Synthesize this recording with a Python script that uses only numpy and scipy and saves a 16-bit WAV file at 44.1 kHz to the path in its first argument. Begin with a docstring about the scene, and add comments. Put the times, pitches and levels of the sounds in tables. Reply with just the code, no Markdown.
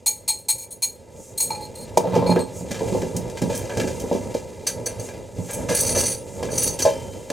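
"""A wire whisk clinks on the rim of a glass bowl and is dropped into it, and the bowl is put aside; a kitchen
drawer jerks open and rolls out, and a hand rummages among plastic bottles, packets and small metal things and
bumps a pot, all in a small kitchen. Glass and metal are resonators rung by bursts of tiny contacts, the pot
and drawer blows are decaying modes, plastic is crackle through damped resonances; rumble, packets and cloth
are coloured noise that follows how busy the hand is."""
import sys
import numpy as np
from scipy import signal
from scipy.fft import rfft, irfft, next_fast_len
from scipy.io import wavfile
from scipy.ndimage import uniform_filter1d

SR = 44100
rng = np.random.default_rng(int(sys.argv[2]) if len(sys.argv) > 2 else 0)


def persist_wave(psi):
    """Save psi, clipped to +-1, as 16-bit WAV."""
    counts = np.round(np.clip(psi, -1, 1) * 32767).astype(np.int16)
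    wavfile.write(sys.argv[1], SR, np.atleast_2d(counts).T)


N = 322812
TIME = np.arange(N) / SR
AGE = TIME[:int(.7 * SR)]  # time since a blow; each blow is followed for 0.7 s

# All levels are relative: a gain in the layer or the mix may follow.
# resonances of the drawer's panels: mode_hz, level_db, t60_s
DRAWER_MODES = [(119.6, -6, 0.54), (177.6, 4.5, 0.57), (229.8, -5, 0.99), (271.2, -3, 0.83),
                (370.4, 0.5, 0.25), (446.4, -0.5, 1), (479, 2.5, 0.45), (557, -15, 0.31),
                (654.3, -3.5, 0.38), (771, -12, 0.2), (882, -2.5, 0.14), (950, -28, 0.13),
                (1039, -5.5, 0.23)]
# resonances of small thin metal things: mode_hz, level_db, t60_s
METAL_MODES = [(2880, -16, 0.11), (4460, -2, 0.048), (4560, -2.5, 0.04), (5985, 4, 0.037), (6140, -11, .12),
               (6300, -2, 0.22), (6667, 1.5, 0.077), (7843, -5, 0.14), (8043, 1.5, .12), (8280, -3, 0.037),
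               (9386, 2.5, 0.22), (11079, -3.5, 0.24), (13460, -13, .15), (14475, -13, .2)]
# spectrum of the load thudding in the drawer: freq_hz, density_db (per Hz)
THUD_SPECTRUM = [(25, -58), (50, -15), (100, 1), (180, -4), (315, -10), (480, 2), (725, -9), (900, -6),
                 (1300, -31), (2000, -35), (4000, -32), (9000, -52)]
# spectrum of crinkling packets: freq_hz, density_db (per Hz)
CRINKLE_SPECTRUM = [(300, -28), (900, -12), (1300, -6), (2300, 0), (3600, -3.5), (5000, -3), (8000, -4),
                    (16000, -23)]
# spectrum of metal scraping on metal: freq_hz, density_db (per Hz)
SCRAPE_SPECTRUM = [(2060, -23), (3500, -65), (4460, -7.5), (5220, -14), (6120, 6), (7320, -13), (8150, -3),
                   (12300, -9), (15000, -25), (16000, -10)]


def from_db(db):
    """Amplitude gain is ten to the power of a twentieth of the decibels."""
    return 10 ** (np.asarray(db) / 20)


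def rms_one(x):
    """Normalisation to unit mean power."""
    return x / np.sqrt(np.mean(x ** 2) + 1e-20)


def at_hz(points, hz, axis=1):
    """Linear interpolation of a table column on a logarithmic frequency axis."""
    points = np.array(points)
    return np.interp(np.log(np.maximum(hz, 1)), np.log(points[:, 0]), points[:, axis])


def decay(t60):
    """Exponential decay by 60 dB in t60 seconds, as linear damping gives."""
    return from_db(-60 * AGE / max(t60, .005))


def coloured(x, spectrum, tilt_db=0):
    """Linear filtering: the input takes on a spectrum, tilted in dB per octave; rms 1."""
    size = next_fast_len(len(x) + 4096)
    hz = np.fft.rfftfreq(size, 1 / SR) + 1
    octaves = np.log2(np.clip(hz, 800, 9500))  # the tilt stops outside these limits
    gain = from_db(at_hz(spectrum, hz) + tilt_db * octaves)
    return rms_one(irfft(rfft(x, size) * gain, size)[:len(x)])


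def grains(per_s, spread_db, size):
    """Shot noise: tiny contacts at independent random moments, of uneven strength; rms 1."""
    excess_db = spread_db * np.minimum(rng.exponential(1, size), 4)
    strength = from_db(excess_db) * rng.choice([-1, 1], size)
    return rms_one(strength * (rng.random(size) < per_s / SR))


def flicker(rate, depth_db):
    """Random amplitude modulation: the gain wanders between random levels, `rate` of them a second."""
    knots = rng.standard_normal(2000)
    return from_db(depth_db * np.interp(TIME * rate, np.arange(len(knots)), knots))


def strokes(rows, attack_s, release_t60):
    """Force envelope of pushes that set in linearly, hold and die away exponentially."""
    total = 0
    for start_s, length_s, level_db in rows:
        attack = np.clip((TIME - start_s) / attack_s, 0, 1)
        released = np.clip((TIME - start_s - length_s) / release_t60, 0, 2)
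        total = total + attack * from_db(level_db - 60 * released)
    return total


def ringing(modes, weight_db=0, vary_db=5.5):
    """Modal superposition: a body's answer to one touch, which favours other modes each time."""
    hz, db, t60 = np.transpose(modes)
    levels_db = db + weight_db + vary_db * rng.standard_normal(len(hz))
    gains = from_db(levels_db) * rng.choice([-1, 1], len(hz))
    return sum(g * np.sin(2 * np.pi * f * AGE) * decay(t) for g, f, t in zip(gains, hz, t60))


def resonate(touches, modes, tilt_db, split, favoured_hz=1.0, favour_db=6.5, vary_db=3.0):
    """Driven resonance with lifted degeneracy: an imperfect shape splits each mode into a beating pair."""
    out = 0
    for hz, db, t60 in modes:
        radius = from_db(-60 / (max(t60, .005) * SR))  # pole radius: decay per sample
        angles = 2 * np.pi * hz / SR * (1 + split * rng.uniform(0.64, 1) * np.array([-1, 1]))
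        pair = 0
        for angle in angles:
            poles = [1, -2 * radius * np.cos(angle), radius * radius]
            pair = pair + signal.lfilter([1, 0, -1], poles, touches + 1e-18)
        # the contact point favours modes near one pitch
        nearness = np.exp(-(np.log(hz / favoured_hz) / 0.018) ** 2)
        octaves = np.log2(min(hz, 9500) / modes[0][0])
        level_db = db + tilt_db * octaves + favour_db * nearness + vary_db * rng.standard_normal()
        out = out + from_db(level_db) * rms_one(pair)
    return rms_one(out)


def add(track, s, peak_db, sound):
    """Superposition: lay a sound in at a time and peak level, judged by power over its loudest 7 ms."""
    start = int(np.clip(s * SR, 0, N - 1))
    peak = np.sqrt(7 * uniform_filter1d(sound ** 2, size=300).max())
    track[start:start + len(sound)] += (from_db(peak_db) * sound / peak)[:N - start]


def rattles(rows, modes, buzz, buzz_db, rise_s, settle_s, tail_db, tail_t60, split):
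    """Repeated impact: springy metal bounces many times a blow, then shivers on, ringing modes and buzzing."""
    out = np.zeros(N)
    for start_s, peak_db, rattle_s, tilt_db, favoured_hz in rows:
        settling = np.exp(-np.maximum(AGE - rattle_s, 0) / settle_s)
        pressing = settling + from_db(tail_db) * decay(tail_t60)
        onset = np.minimum(0.51 + AGE / rise_s, 1)
        touches = grains(4000, 3.0, len(AGE)) * pressing * onset
        shiver = coloured(touches, buzz, tilt_db)
        ring = resonate(touches, modes, tilt_db, split, favoured_hz)
        add(out, start_s, peak_db, ring + from_db(buzz_db) * shiver)
    return out


def busyness():
    """Source strength: how busily things are shifted about, as a gain over time."""
    # level of the load's rumble: time_s, level_db
    shifting = [(0, -47.5), (.9, -48), (1.55, -38), (2.5, -38), (2.9, -27.5), (3.25, -33.5), (4.1, -30.5),
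                (4.6, -37), (5.05, -33.5), (5.25, -39.5), (5.95, -26.5), (6.25, -39), (6.55, -28), (7, -33),
                (7.32, -37)]
    return from_db(np.interp(TIME, *np.transpose(shifting)))


def cloth(busy):
    """Friction noise: cloth hisses with the handling, and each pass of a sleeve swells and fades."""
    # sleeve brushing past: fastest_s, level_db, half_length_s
    sleeve = [(1.246, -48, 0.067), (2.585, -42, 0.034), (2.958, -46.5, 0.091), (3.55, -43, 0.056),
              (3.86, -45.5, 0.099), (4.2, -54, 0.15), (5.057, -43.5, 0.039), (5.526, -42, 0.088),
              (6.33, -48.5, 0.082), (7.105, -53, 0.21)]
    # hiss of cloth: freq_hz, density_db (per Hz)
    swish_spectrum = [(2000, -26), (4000, -13.5), (6500, 11.5), (9000, 5), (12000, -4), (16000, -12.5)]
    passes = sum(from_db(db) * np.exp(-.5 * ((TIME - s) / half_s) ** 2) for s, db, half_s in sleeve)
    level = np.hypot(passes, busy * from_db(-21.5))  # independent noises add in power
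    return level * coloured(rng.standard_normal(N), swish_spectrum) * flicker(37, 0.68)


def packets(busy):
    """Crackling noise: fine crinkles flicker, and now and then a stiff crease gives way."""
    fine = from_db(-17.5) * grains(4000, 1.9, N) * flicker(60, 2.5)
    stiff = from_db(-23.5) * grains(90, 2.3, N)
    creases = fine + stiff
    return busy * creases.std() * coloured(creases, CRINKLE_SPECTRUM)


def load_rumble(busy):
    """Impact noise: the shifted load knocks densely and at random, heard as a flickering rumble."""
    # rumble of the load: freq_hz, density_db (per Hz)
    rumble_spectrum = [(15, -36), (30, -9), (70, 0), (105, 3.5), (170, -2.5), (225, -3), (300, -8),
                       (455, 2), (600, -5.5), (745, -15), (915, -10), (1100, -27.5), (1600, -30.5),
                       (2080, -29), (3500, -77)]
    return busy * coloured(grains(2500, 2.5, N), rumble_spectrum) * flicker(25, 2.4)


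def runners():
    """Forced vibration: rollers judder over the runners, the drawer's panels drone and its load shakes."""
    # drawer being pulled out: start_s, length_s, level_db
    pulls = [(1.985, 0.393, -27), (2.14, 0.016, -22.5)]
    judder = grains(896, 3.0, N) * flicker(40, 4.2)
    drone = resonate(judder, DRAWER_MODES, -1.2, split=0.00099)
    shake = coloured(judder, THUD_SPECTRUM)
    return strokes(pulls, attack_s=.02, release_t60=.28) * (drone + shake)


def bumps(focus_db=5.5, rise_s=0.00083):
    """Selective modal excitation: a dull blow drives the drawer's modes near its own pitch and shakes the load."""
    # bumps of the drawer and its contents: start_s, peak_db, centre_hz, load_t60_s
    blows = [(1.972, 1.5, 510, 0.054), (2.038, -10.5, 450, .25), (2.159, -5, 364, 0.13),
             (2.169, -6.5, 182, 0.31), (2.224, -9, 476, 0.12), (2.293, -4.5, 225, 0.057),
             (2.362, -4, 303, 0.2), (2.609, -19, 159, 0.28), (2.706, -18.5, 200, 0.17),
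             (2.807, -10, 433, 0.28), (2.923, -9.5, 190, 0.22), (2.949, -12.5, 560, .15),
             (3.02, -11.5, 224, 0.21), (3.147, -15.5, 151, 0.42), (3.416, -9, 198, 0.44),
             (3.496, -14.5, 556, 0.26), (3.771, -11.5, 238, 0.48), (3.839, -15.5, 264, .25),
             (4.112, -8.5, 374, 0.12), (4.149, -10.5, 380, 0.11), (4.347, -10, 394, 0.068),
             (4.865, -21, 380, .3), (5.382, -13.5, 122, 0.28), (5.696, -11.5, 330, 0.18),
             (5.961, -12.5, 484, 0.13), (6.427, -16, 490, 0.2), (6.789, -21, 376, 0.1),
             (6.852, -8, 700, 0.22), (7.303, -14.5, 483, .15)]
    out = np.zeros(N)
    for start_s, peak_db, centre_hz, t60 in blows:
        distance = np.log2(np.array(DRAWER_MODES)[:, 0] / centre_hz)  # octaves
        wood = ringing(DRAWER_MODES, -focus_db * distance ** 2) * decay(3 * t60)
        colour = [(hz, level - focus_db * min(np.log2(hz / centre_hz), 1.6) ** 2)
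                  for hz, level in THUD_SPECTRUM]
        shaking = decay(t60) + 0.15 * decay(0.056)
        load = coloured(rng.standard_normal(len(AGE)), colour) * shaking
        onset = 1 - np.exp(-AGE / rise_s)
        add(out, start_s, peak_db, (rms_one(wood) + rms_one(load)) * onset)
    return out


def snaps(ring_db=-10.5, crack=0.45):
    """Damped resonance: plastic ticks with a crack and a short crackle, which its shell colours."""
    # ticking and snapping plastic: start_s, peak_db, tilt_db (per octave), t60_s
    ticks = [(1.9727, -8.5, 5, .05), (2.1515, -19.5, -1.5, 0.21), (2.3608, -8.5, -16, 0.066),
             (2.7087, -16.5, 1, 0.14), (2.7448, -20.5, -1.5, 0.36), (2.8084, -27, -6, 0.14),
             (3.0175, -18.5, -2.5, 0.17), (3.1653, -14, 10, 0.093), (3.2986, -25.5, 2, .06),
             (3.3724, -21, -1, .16), (3.4173, -19, 2, 0.13), (3.496, -22, -1.5, 0.75),
             (3.5506, -17.5, 13, 0.23), (3.5774, -17, 28, 0.081), (3.6955, -18, -5.5, 0.26),
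             (3.7708, -15, 0, 0.098), (3.7976, -10, -1.5, 0.22), (3.8746, -19, -0.5, 0.23),
             (3.9978, -23.5, 8.5, .15), (4.127, -23.5, 3, 0.46), (4.343, -23, 2, 0.24),
             (4.6671, -15, 2.5, .18), (4.8633, -21.5, -2.5, 0.34), (5.0851, -24, -5, 0.19),
             (5.4875, -20.5, -4, 0.51), (5.687, -14, -2, 0.32), (5.7095, -16, -2.5, .25),
             (5.9486, -15, -1, 0.36), (6.4278, -18, 0, .19), (6.4878, -19.5, -7, .14),
             (6.7897, -13.5, 5, 0.25), (6.8534, -15, 0.5, 0.38), (7.3015, -13, 0.5, .07)]
    # resonances of plastic bottles: mode_hz, level_db, t60_s
    shell_modes = [(1640, 2.5, 0.019), (2358, -3.5, 0.033), (3100, -6, 0.041), (5990, -4, 0.019)]
    # body of the tick: freq_hz, density_db (per Hz)
    plastic_spectrum = [(100, -21), (590, 8), (1000, -5), (1450, -11), (1590, -5), (1870, -3.5),
                        (2390, -5.5), (2590, -3.5), (3340, -6.5), (6470, -2.5), (16000, -24)]
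    out = np.zeros(N)
    for start_s, peak_db, tilt_db, t60 in ticks:
        creases = grains(3000, 4.1, len(AGE)) * (decay(t60) + crack * decay(0.0077))
        shell = resonate(creases, shell_modes, tilt_db, split=0.017)
        add(out, start_s, peak_db, coloured(creases, plastic_spectrum, tilt_db) + from_db(ring_db) * shell)
    return out


def slides(ring_db=-4.5, scrape_db=-5.0, crinkle_db=-11.0):
    """Friction excitation: dragged metal catches unevenly, rings, scrapes and disturbs the packets around it."""
    # metal sliding over metal, one row a stroke: start_s, length_s, level_db
    drags = [(5.69, 0.073, -31.5), (5.75, 0.092, -25), (5.865, 0.054, -24.5), (5.95, .16, -22.5),
             (6.5, 0.088, -33), (6.578, .105, -24.5)]
    catches = grains(900, 3.6, N) * flicker(70, 3) * strokes(drags, attack_s=.0045, release_t60=.2)
    ring = from_db(ring_db) * resonate(catches, METAL_MODES, 0, split=0.00048)
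    scrape = from_db(scrape_db) * coloured(catches, SCRAPE_SPECTRUM)
    crinkle = from_db(crinkle_db) * coloured(catches, CRINKLE_SPECTRUM)
    return catches.std() * (ring + (scrape + crinkle))  # the three parts have rms 1 before their gains


def metal_chinks():
    """Repeated impact: small metal things knock together, ringing their modes over a scraping buzz."""
    # knocks: start_s, peak_db, rattle_s, tilt_db (per octave), favoured_hz
    chinks = [(4.6683, -9, 0.0092, -4, 4575), (4.859, -15, 0.015, -3, 5985),
              (4.9952, -24.5, 0.0074, -2, 6270), (5.5069, -24, 0.0099, 12, 8260),
              (5.5318, -20, 0.017, 14, 8043), (5.7489, -8.5, 0.0046, 9, 9395),
              (5.8062, -7.5, .004, 10, 8300), (5.8661, -16, 0.01, -4, 5985), (5.9484, -16, .012, -7, 6360),
              (5.9844, -12.5, 0.0082, -5, 6310), (6.0333, -19, .011, -14, 5985),
              (6.5141, -26, 0.0057, -8, 6270), (6.5775, -10.5, 0.0065, 0, 9395),
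              (6.6293, -10, .009, 16, 9395), (6.6757, -12, .005, -4, 5985),
              (6.8217, -8.5, .005, -6.5, 5985)]
    return rattles(chinks, METAL_MODES, SCRAPE_SPECTRUM, buzz_db=2.5, rise_s=0.0017, settle_s=0.0019,
                   tail_db=-4.5, tail_t60=0.16, split=0.00069)


def pot():
    """Free vibration: one blow leaves a pot humming in its decaying modes."""
    # the bump: start_s, peak_db
    pot_blow = (6.852, -3)
    # resonances of the pot: mode_hz, level_db, t60_s
    pot_modes = [(422, -2, 0.39), (540, 3, 0.285), (562, 6.5, 0.22), (630.6, 12.5, 0.19), (676, 7, 0.11),
                 (853, -1, 0.25), (914, -16.5, 1.2), (1590, -29, .4), (2150, -36, 0.36), (2414, -32, 0.22),
                 (3100, -27.5, 1.4)]
    out = np.zeros(N)
    add(out, *pot_blow, ringing(pot_modes, vary_db=2) * (1 - np.exp(-AGE / 0.00085)))
    return out


def whisk_on_bowl():
    """Repeated impact: springy wires rattle on the glass, ring its modes and shiver on after each blow."""
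    # whisk on bowl: start_s, peak_db, rattle_s, tilt_db (per octave), favoured_hz
    clinks = [(.060, -6.5, 0.021, 1, 8030), (.278, -8.5, 0.026, -0.5, 8700), (.385, -31, 0.009, 4, 10780),
              (.485, -7, 0.024, 0.5, 8300), (.58, -26, 0.066, .5, 6660), (.706, -25, 0.026, 8.5, 9800),
              (.821, -9.5, 0.025, 1, 4100), (1.376, -14, 0.0087, 4.5, 9200), (1.402, -8, 0.0043, 1, 6660),
              (1.420, -12, .015, 10, 8240), (1.503, -13, 0.003, -8, 864), (1.548, -22.5, 0.01, -9, 856),
              (1.607, -27, 0.048, -7.5, 870), (1.752, -30, 0.089, -1.5, 4450),
              (2.263, -18, 0.025, -10, 4305), (2.295, -15.5, 0.018, -8.5, 2335),
              (2.388, -25, 0.0058, -7, 8200)]
    # resonances of the glass bowl: mode_hz, level_db, t60_s
    bowl_modes = [(853, -14, 0.33), (2335, -13, 0.18), (4225, 3.5, .06), (4305, -2, .12), (6685, 6.5, 0.11),
                  (8150, -7.5, .08), (8267, 4.5, 0.077), (8500, -9, 0.077), (9160, -19, 0.082),
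                  (9340, -2.5, 0.038), (9700, -3.5, 0.041), (10810, -11, 0.061), (12500, -6, 0.058),
                  (13160, -10, 0.027)]
    # buzz of the wires: freq_hz, density_db (per Hz)
    wire_spectrum = [(400, -40), (900, -1.5), (1480, -36), (2400, -6), (3600, -36), (4500, -4), (5300, -11),
                     (8500, 0.5), (13000, -9), (16000, -12)]
    return rattles(clinks, bowl_modes, wire_spectrum, buzz_db=-4.0, rise_s=0.0046, settle_s=0.0062,
                   tail_db=-1.5, tail_t60=.27, split=0.0026)


def kitchen(x, wet_db, t60, early_db=-14.0, early_t60=0.049):
    """Room response by convolution: direct sound, worktop reflections and a diffuse tail unlike on each side."""
    early = rng.standard_normal((2, len(AGE))) * decay(early_t60)
    late = rng.standard_normal((2, len(AGE))) * decay(t60) * (1 - np.exp(-AGE / 0.0072))
    room = from_db(early_db) * rms_one(early) + from_db(wet_db) * rms_one(late)
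    room = room / np.sqrt(len(AGE))  # from rms one to energy one
    return x + signal.fftconvolve(x[None], room, axes=1)[:, :N]


def scene():
    """Superposition of sources in two room responses: whisk and bowl close, the drawer lower and further off."""
    busy = busyness()
    handling = load_rumble(busy) + packets(busy) + cloth(busy)
    drawer = handling + runners() + pot()
    drawer = drawer + from_db(1.0) * bumps() + from_db(-3.0) * snaps()
    drawer = drawer + from_db(-2.5) * slides() + from_db(-0.5) * metal_chinks()
    whisk = from_db(-1.5) * whisk_on_bowl()
    return kitchen(drawer, wet_db=-8.0, t60=0.18) + kitchen(whisk, wet_db=-8.5, t60=0.15)


def record(dry):
    """Comb interference from a near reflection, then a microphone pair whose ports differ in level and phase."""
    # reflection near the microphone: freq_hz, lag_ms, strength (linear)
    reflection = [(300, 3.6, .1), (800, 3.36, .35), (1500, 3.03, .55), (2500, 2.916, .75),
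                  (3500, 2.869, .66), (5500, 2.861, .45), (7000, 2.878, .64), (8500, 2.882, .66),
                  (11000, 2.896, .7), (15000, 2.893, .58)]
    # left over right: freq_hz, balance_db
    port_balance = [(60, 4.5), (110, -4.5), (200, -7.5), (380, 1.5), (700, -2), (1290, 0.5), (2380, -1),
                    (4400, -3.5), (8120, 1), (15000, 0)]
    # left ahead of right: freq_hz, lead_rad
    port_phase = [(100, 0.057), (400, 0.27), (1200, 1), (3000, 1), (8000, 0.97), (12000, 1), (16000, 0.71)]
    # gain of the side signal, almost mono in the low treble: freq_hz, side_db
    width = [(100, 2), (1200, -4), (2800, -27.5), (7200, -71), (8200, -5), (16000, 5.5)]
    low_cut_hz, high_cut_hz = 38, 15800
    size = next_fast_len(N + len(AGE))
    hz = np.fft.rfftfreq(size, 1 / SR)
    lag_s = at_hz(reflection, hz) / 1000
    comb = 1 + at_hz(reflection, hz, axis=2) * np.exp(-2j * np.pi * hz * lag_s)
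    comb = comb / (1 + (low_cut_hz / (hz + 1)) ** 2)
    half = np.array([[.5], [-.5]])  # each port takes half of a difference
    ports = from_db(half * at_hz(port_balance, hz)) * np.exp(1j * half * at_hz(port_phase, hz))
    left, right = rfft(dry, size) * comb * ports
    mid = (left + right) / 2
    side = half * (left - right) * from_db(at_hz(width, hz))
    sound = irfft(mid + side, size)[:, :N]
    low_pass = signal.ellip(12, .1, 80, high_cut_hz, fs=SR, output="sos")
    return signal.sosfilt(low_pass, np.clip(sound, -1, 1))


dry = scene()
out = record(dry)
persist_wave(out)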